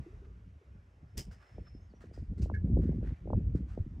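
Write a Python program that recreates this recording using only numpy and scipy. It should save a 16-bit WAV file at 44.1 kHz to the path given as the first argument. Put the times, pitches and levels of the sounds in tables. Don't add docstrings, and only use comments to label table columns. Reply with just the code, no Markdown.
import sys
import numpy as np
from scipy import signal
from scipy.fft import rfft, irfft, next_fast_len
from scipy.io import wavfile
from scipy.ndimage import uniform_filter1d, map_coordinates

SR = 44100
rng = np.random.default_rng(int(sys.argv[2]) if len(sys.argv) > 2 else 0)


def generate_wav(sig):
    pcm = np.round(np.clip(np.atleast_2d(sig).T, -1, 1) * 32767).astype(np.int16)
    wavfile.write(sys.argv[1], SR, pcm)


N = 176400

# f/Hz, level/dB
AIR_SPECTRUM = [(150, -36), (280, -6), (400, -5), (624, -7.5), (1000, -13.5), (2360, -16.5), (4240, -28),
                (5800, -26.5), (10000, -39.5), (15500, -50)]
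RUMBLE_SPECTRUM = [(22, -33.5), (35, -15), (52, 5), (76, 3), (100, -1), (150, -15), (300, -30),
                   (600, -47.5), (1200, -93.5)]
FLUTTER_SPECTRUM = [(80, -19.5), (170, 10.5), (330, -5), (550, -21.5), (1500, -68)]
SCUFF_BODY_SPECTRUM = [(300, -24), (700, 1), (1700, -5), (2600, -7), (4000, -15.5), (8000, -36.5)]
SCUFF_GRIT_SPECTRUM = [(1500, -21.5), (3000, -3), (4400, 9), (6300, 6), (9300, -0.5), (11500, -42.5),
                       (15000, -4)]
CRACK_SPECTRUM = [(500, -21), (2000, -14), (5000, 15.5), (13500, 3.5)]
KNOCK_SPECTRUM = [(400, 4.5), (700, -21), (1400, -18.5), (1960, -8.5), (3110, -12), (4090, -20), (5150, 0),
                  (6470, -9.5), (13000, -21), (15500, -20)]
THUD_SPECTRUM = [(50, -4), (100, 8.5), (220, -3), (450, -19.5), (1000, -20.5), (2000, -58.5)]
# f/Hz, side over mid/dB
STEREO_WIDTH = [(200, -69), (400, -15), (800, -8.5), (1400, 5), (2400, -4.5), (4400, -19.5), (6500, -11.5),
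                (8200, 1.5), (15000, -2)]
# f/Hz, left boost and right cut/dB
LEAN = [(400, 1), (1200, -2.5), (2400, 0.5)]
# t/s, level/dB
AIR_LEVELS = [(0, -66.5), (.3, -72), (1.0, -73.5), (1.5, -69.5), (1.9, -73.5), (3, -72)]
# t/s, level/dB
WIND_STRENGTH = [(0.0, -32.5), (0.04, -54), (0.57, -49.5), (0.63, -70), (0.699, -50), (0.9, -61),
                 (1.05, -52.5), (1.09, -61), (1.199, -39.5), (1.23, -57), (1.288, -43), (1.48, -72),
                 (1.588, -39), (1.67, -53), (2.14, -51), (2.23, -32), (2.26, -53.5), (2.331, -32.5),
                 (2.36, -47), (2.421, -25.5), (2.48, -39.5), (2.761, -25.5), (3.02, -35.5), (3.123, -32),
                 (3.158, -54.5), (3.24, -41), (3.371, -24), (3.44, -36.5), (3.499, -31), (3.78, -45.5),
                 (3.808, -30.5), (3.831, -46), (4.0, -43)]
# t/s, level/dB, starting f/Hz
PLOPS = [(0.061, -44, 341), (0.126, -55.5, 384), (.215, -51.5, 361), (0.264, -57, 393), (0.611, -58.5, 395)]
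# t/s, rise/s, t60/s, body level/dB, grit level/dB, starting resonance f/Hz
SCUFF_STROKES = [(0.246, 0.0023, 0.07, -70.5, -91, 1198), (1.308, 0.008, 0.26, -66, -74.5, 1500),
                 (1.398, 0.017, 0.94, -68.5, -83, 1396), (1.65, 0.018, 0.094, -70, -107, 1353),
                 (2.003, 0.005, 0.35, -66, -74.5, 1450), (2.126, 0.017, 0.42, -71, -74, 1487),
                 (2.376, 0.006, 0.27, -73, -72.5, 1692), (2.415, .01, 0.13, -66, -61, 2496),
                 (2.811, 0.0079, 0.78, -68.5, -79, 1448), (3.025, 0.048, 0.54, -65, -81.5, 1502),
                 (3.547, .008, 0.2, -68, -74, 1505), (3.669, 0.03, 0.47, -68.5, -78, 1204)]
# t/s, f/Hz, level/dB
WHISTLE_PATH = [(.7, 5270, -101), (1.42, 5250, -83), (1.52, 5275, -77.5), (1.6, 5270, -80),
                (1.635, 5335, -78), (1.71, 5255, -73), (1.79, 5265, -80), (1.89, 5230, -94)]
# t/s, length/s, starting f/Hz, ending f/Hz, level/dB
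BIRD_SLURS = [(1.79, .08, 6150, 6550, -84), (1.89, .045, 4950, 4150, -80), (1.94, .045, 5820, 5620, -79),
              (2.13, .035, 4900, 5050, -67.5)]
# t/s, level/dB, f/Hz
STRONG_EDDIES = [(0.754, -43.5, 192), (1.032, -40, 208), (1.286, -45, 178), (1.583, -34.5, 563),
                 (1.751, -36, 287), (1.938, -44.5, 545), (2.041, -37.5, 440), (2.114, -43, 500),
                 (2.177, -38, 567), (2.319, -31.5, 197), (2.402, -24.5, 207), (2.460, -33, 543),
                 (2.500, -29, 900), (2.645, -20, 222), (2.731, -16, 148), (2.771, -19, 413),
                 (2.839, -26.5, 350), (2.856, -19.5, 230), (2.893, -18.5, 329), (2.906, -20, 210),
                 (2.986, -23.5, 256), (3.03, -29.5, 428), (3.258, -35, 403), (3.276, -28.5, 526),
                 (3.304, -27, 692), (3.316, -23.5, 120.3), (3.333, -20.5, 740), (3.378, -23, 254),
                 (3.496, -23.5, 138), (3.551, -20, 334), (3.608, -30, 259), (3.777, -25.5, 500),
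                 (3.807, -28.5, 88.3), (3.865, -32, 255)]
# f/Hz, width/Hz, relative level/dB
KNOCK_MODES = [(3020, 240, -4), (5080, 190, 3.5), (7000, 170, -5), (8100, 97, -3.5)]
# f/Hz, relative level/dB, t60/s
CLINK_MODES = [(1688, 3, 0.095), (2162, -9.5, 0.07)]


def amp(db):
    return 10 ** (np.asarray(db) / 20)


def unit(x):
    return x / np.sqrt(np.mean(x ** 2) + 1e-20)


def along(points, hz):
    f, v = np.transpose(points)
    return np.interp(np.log(hz + 1), np.log(f + 1), v)


def since(s):
    return np.arange(N) / SR - s


def curves(rows):
    s, *cols = np.transpose(rows)
    return [np.interp(since(0), s, c) for c in cols]


def wobble(rate):
    return map_coordinates(rng.standard_normal(4096), [np.arange(N) * rate / SR], mode="wrap")


def filtered(x, response):
    m = next_fast_len(N + SR // 4)
    return irfft(rfft(x, m) * response(np.fft.rfftfreq(m, 1 / SR)), m)[..., :N]


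def shaped(gain):
    def response(hz):
        return gain(hz) * np.array([np.ones_like(hz), amp(along(STEREO_WIDTH, hz))])
    mid, side = filtered(rng.standard_normal((2, N)), response)
    return unit(np.array([mid + side, mid - side]))


def noise(spectrum):
    return shaped(lambda hz: amp(along(spectrum, hz)))


def burst(s, rise, hold, t60):
    t = since(s)
    return np.clip(t / rise, 0, 1) * np.exp(-np.log(1000) * np.maximum(t - rise - hold, 0) / t60)


def steadied(x, window_s):
    power = uniform_filter1d(np.mean(x ** 2, axis=0), max(int(window_s * SR), 2))
    return x / np.sqrt(np.abs(power) + 1e-9)


def air(patchy_db=2.2):
    level_db, = curves(AIR_LEVELS)
    hz, _, bands = signal.stft(noise(AIR_SPECTRUM), SR, nperseg=1024)
    patches = uniform_filter1d(rng.standard_normal(bands.shape[1:]), size=6, axis=0)
    patches = unit(uniform_filter1d(patches, size=7, axis=1))
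    swell_db = patchy_db * patches / (1 + (hz[:, None] / 5000) ** 2)
    _, wash = signal.istft(bands * amp(swell_db), nperseg=1024)
    return unit(wash[:, :N]) * amp(level_db)


def wind(rumble_db=-1, flutter_db=-10.5, flutter_growth=1.22):
    strength_db, = curves(WIND_STRENGTH)
    rumble = steadied(noise(RUMBLE_SPECTRUM), window_s=0.052)
    rumble *= amp(strength_db + rumble_db + 3.2 * wobble(25.284))
    gust_db = strength_db.max() + flutter_growth * (strength_db - strength_db.max())
    flutter = steadied(noise(FLUTTER_SPECTRUM), window_s=0.021)
    flutter *= amp(gust_db + flutter_db + 4.4 * wobble(55))
    return rumble + flutter


def laps(climb_per_s=1.95):
    plops = np.zeros(N)
    for s, db, hz in PLOPS:
        t = since(s)
        phase = 2 * np.pi * hz * (t + climb_per_s * t * t / 2) + 1.08 * wobble(90)
        plops += amp(db) * burst(s, rise=0.0052, hold=0, t60=0.13) * np.sin(phase)
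    return plops


def scuffs(hold_s=0.0061, octaves_per_s=4, climb_s=.12, resonance_db=-1.5, rough_db=2.0):
    body, grit, friction = noise(SCUFF_BODY_SPECTRUM), noise(SCUFF_GRIT_SPECTRUM), wobble(800)
    rubs = np.zeros((2, N))
    for s, rise, t60, body_db, grit_db, hz in SCUFF_STROKES:
        at = slice(int(s * SR), int((s + rise + t60) * SR))
        pitch = hz * 2 ** (octaves_per_s * np.minimum(since(s)[at], climb_s))
        phase = 2 * np.pi * np.cumsum(pitch) / SR
        resonance = amp(resonance_db) * np.sqrt(2) * friction[at] * np.sin(phase)
        stroke = amp(body_db) * (body[:, at] + resonance) + amp(grit_db) * grit[:, at]
        rubs[:, at] += burst(s, rise, hold_s, t60)[at] * stroke
    return rubs * amp(rough_db * wobble(250))


def bird(whistle_waver_hz=36, slur_waver_hz=160, shore_db=-5):
    hz, db = curves(WHISTLE_PATH)
    first_s, last_s = WHISTLE_PATH[0][0], WHISTLE_PATH[-1][0]
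    held = burst(first_s, rise=0.041, hold=last_s - first_s, t60=.03) * amp(db + 3.9 * wobble(39.9))
    song = held * np.sin(2 * np.pi * np.cumsum(hz + whistle_waver_hz * wobble(150)) / SR)
    buzz_hz = slur_waver_hz * wobble(500)
    for s, length, start_hz, end_hz, level_db in BIRD_SLURS:
        progress = np.clip(since(s) / length, 0, 1)
        pitch = start_hz + (end_hz - start_hz) * progress + buzz_hz
        song += amp(level_db) * np.sin(np.pi * progress) * np.sin(2 * np.pi * np.cumsum(pitch) / SR)
    shore = (noise(AIR_SPECTRUM) * burst(0, rise=0.014, hold=0, t60=.3))[:, :SR // 2]
    blur = unit(signal.fftconvolve(song[None], shore, axes=1)[:, :N])
    return song + amp(shore_db) * song.std() * blur


def eddy(s, hz, turn, rise_cycles=.25, fall_cycles=1.05, sag_per_cycle=0.32):
    at = np.arange(max(int((s - 3 / hz) * SR), 0), min(int((s + 8 / hz) * SR), N))
    cycles = (at / SR - s) * hz
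    envelope = 1 / (np.exp(-cycles / rise_cycles) + np.exp(cycles / fall_cycles))
    slowed_cycles = (1 - np.exp(-sag_per_cycle * cycles)) / sag_per_cycle
    return at, envelope * np.exp(2j * np.pi * (turn + slowed_cycles))


def puffs(stray_count=200, stray_hz=230, tilt_db_per_octave=-7.5, tiny_count=60, tiny_hz=490):
    eddies = []  # t/s, level/dB, f/Hz
    for s, db, hz in STRONG_EDDIES:
        eddies.append((s, db, hz))
        eddies.append((s + 0.0028, db - 3, hz * 0.46))
        for lag in np.abs(rng.standard_normal(4)):
            eddies.append((s + 0.014 * lag, db - 12, hz * np.exp(-0.26 * lag)))
    times, strength_db = np.transpose(WIND_STRENGTH)

    def scattered(count, spread_octaves, spread_db=3):
        onsets = rng.random(count) * N / SR
        octaves, extra_db = (rng.standard_normal((count, 2)) * [spread_octaves, spread_db]).T
        return zip(onsets, np.interp(onsets, times, strength_db) + extra_db, octaves)

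    for s, db, octaves in scattered(stray_count, spread_octaves=.55):
        eddies.append((s, db - 11 + tilt_db_per_octave * octaves, stray_hz * 2 ** octaves))
    for s, db, octaves in scattered(tiny_count, spread_octaves=.25):
        eddies.append((s, db - strength_db.mean() - 57.5, tiny_hz * 2 ** octaves))
    mid, side = np.zeros((2, N))
    for s, db, hz in eddies:
        at, swing = eddy(s, hz, turn=rng.random())
        mid[at] += amp(db) * swing.real
        side[at] += amp(db) * swing.imag
    side = filtered(side, lambda hz: amp(1 + along(STEREO_WIDTH, hz)))
    return np.array([mid + side, mid - side])


def shore_echo(x, delay_s=.139, level_db=-22, dull_hz=12000):
    return filtered(x, lambda f: amp(level_db) * np.exp(-2j * np.pi * f * delay_s) / (1 + (f / dull_hz) ** 2))


def knock(s=1.178, lead_s=0.0085, hold_s=0.016, grit_db=2.6):
    def strike(t60):
        return burst(s - lead_s, lead_s, hold_s, t60)

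    def resonances(f):
        return np.abs(sum((-1) ** k * amp(db) * 1j * f * width / (hz * hz - f * f + 1j * f * width)
                          for k, (hz, width, db) in enumerate(KNOCK_MODES)))

    grains = amp(grit_db * wobble(450))
    ring = amp(-51.5) * strike(t60=.17) * shaped(resonances)
    crack = amp(-36.5) * burst(s, rise=.0003, hold=.001, t60=.008) * noise(CRACK_SPECTRUM)
    blow = amp(-45) * strike(t60=.14) * noise(KNOCK_SPECTRUM)
    thud = amp(-43.5) * strike(t60=.15) * steadied(noise(THUD_SPECTRUM), window_s=0.026)
    bright = (blow + ring) * grains
    return crack + bright + thud + shore_echo(bright)


def clink(s=2.538, level_db=-47.5, rise_s=0.004, drag_s=.01, rebound_s=.024, left_lag_s=0.00012):
    t = since(s) + left_lag_s * np.array([[-.5], [.5]])
    ring = 0
    for hz, db, t60 in CLINK_MODES:
        contacts = burst(s, rise_s, drag_s, t60) + amp(-8.5) * burst(s + rebound_s, rise_s, 0, t60)
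        rough_gain = amp(db + 2.1 * wobble(300))
        ring += rough_gain * contacts * np.sin(2 * np.pi * hz * t + 0.4 * wobble(300))
    rub = 2 * noise(SCUFF_BODY_SPECTRUM) + noise(SCUFF_GRIT_SPECTRUM)
    scrape = amp(-27.5) * burst(s, rise_s, drag_s, t60=.1) * rub
    pan = amp([[-3], [3]])
    return amp(level_db) * (pan * ring + scrape)


def scene():
    around = filtered(air() + scuffs(), lambda hz: amp(along(LEAN, hz) * np.array([[1], [-1]])))
    return around + wind() + puffs() + knock() + clink() + bird() + laps()


def record(dry, top_hz=15650, edge_hz=400):
    return filtered(dry, lambda hz: np.clip((top_hz - hz) / edge_hz + .5, 0, 1))


dry = scene()
out = record(dry)
generate_wav(out)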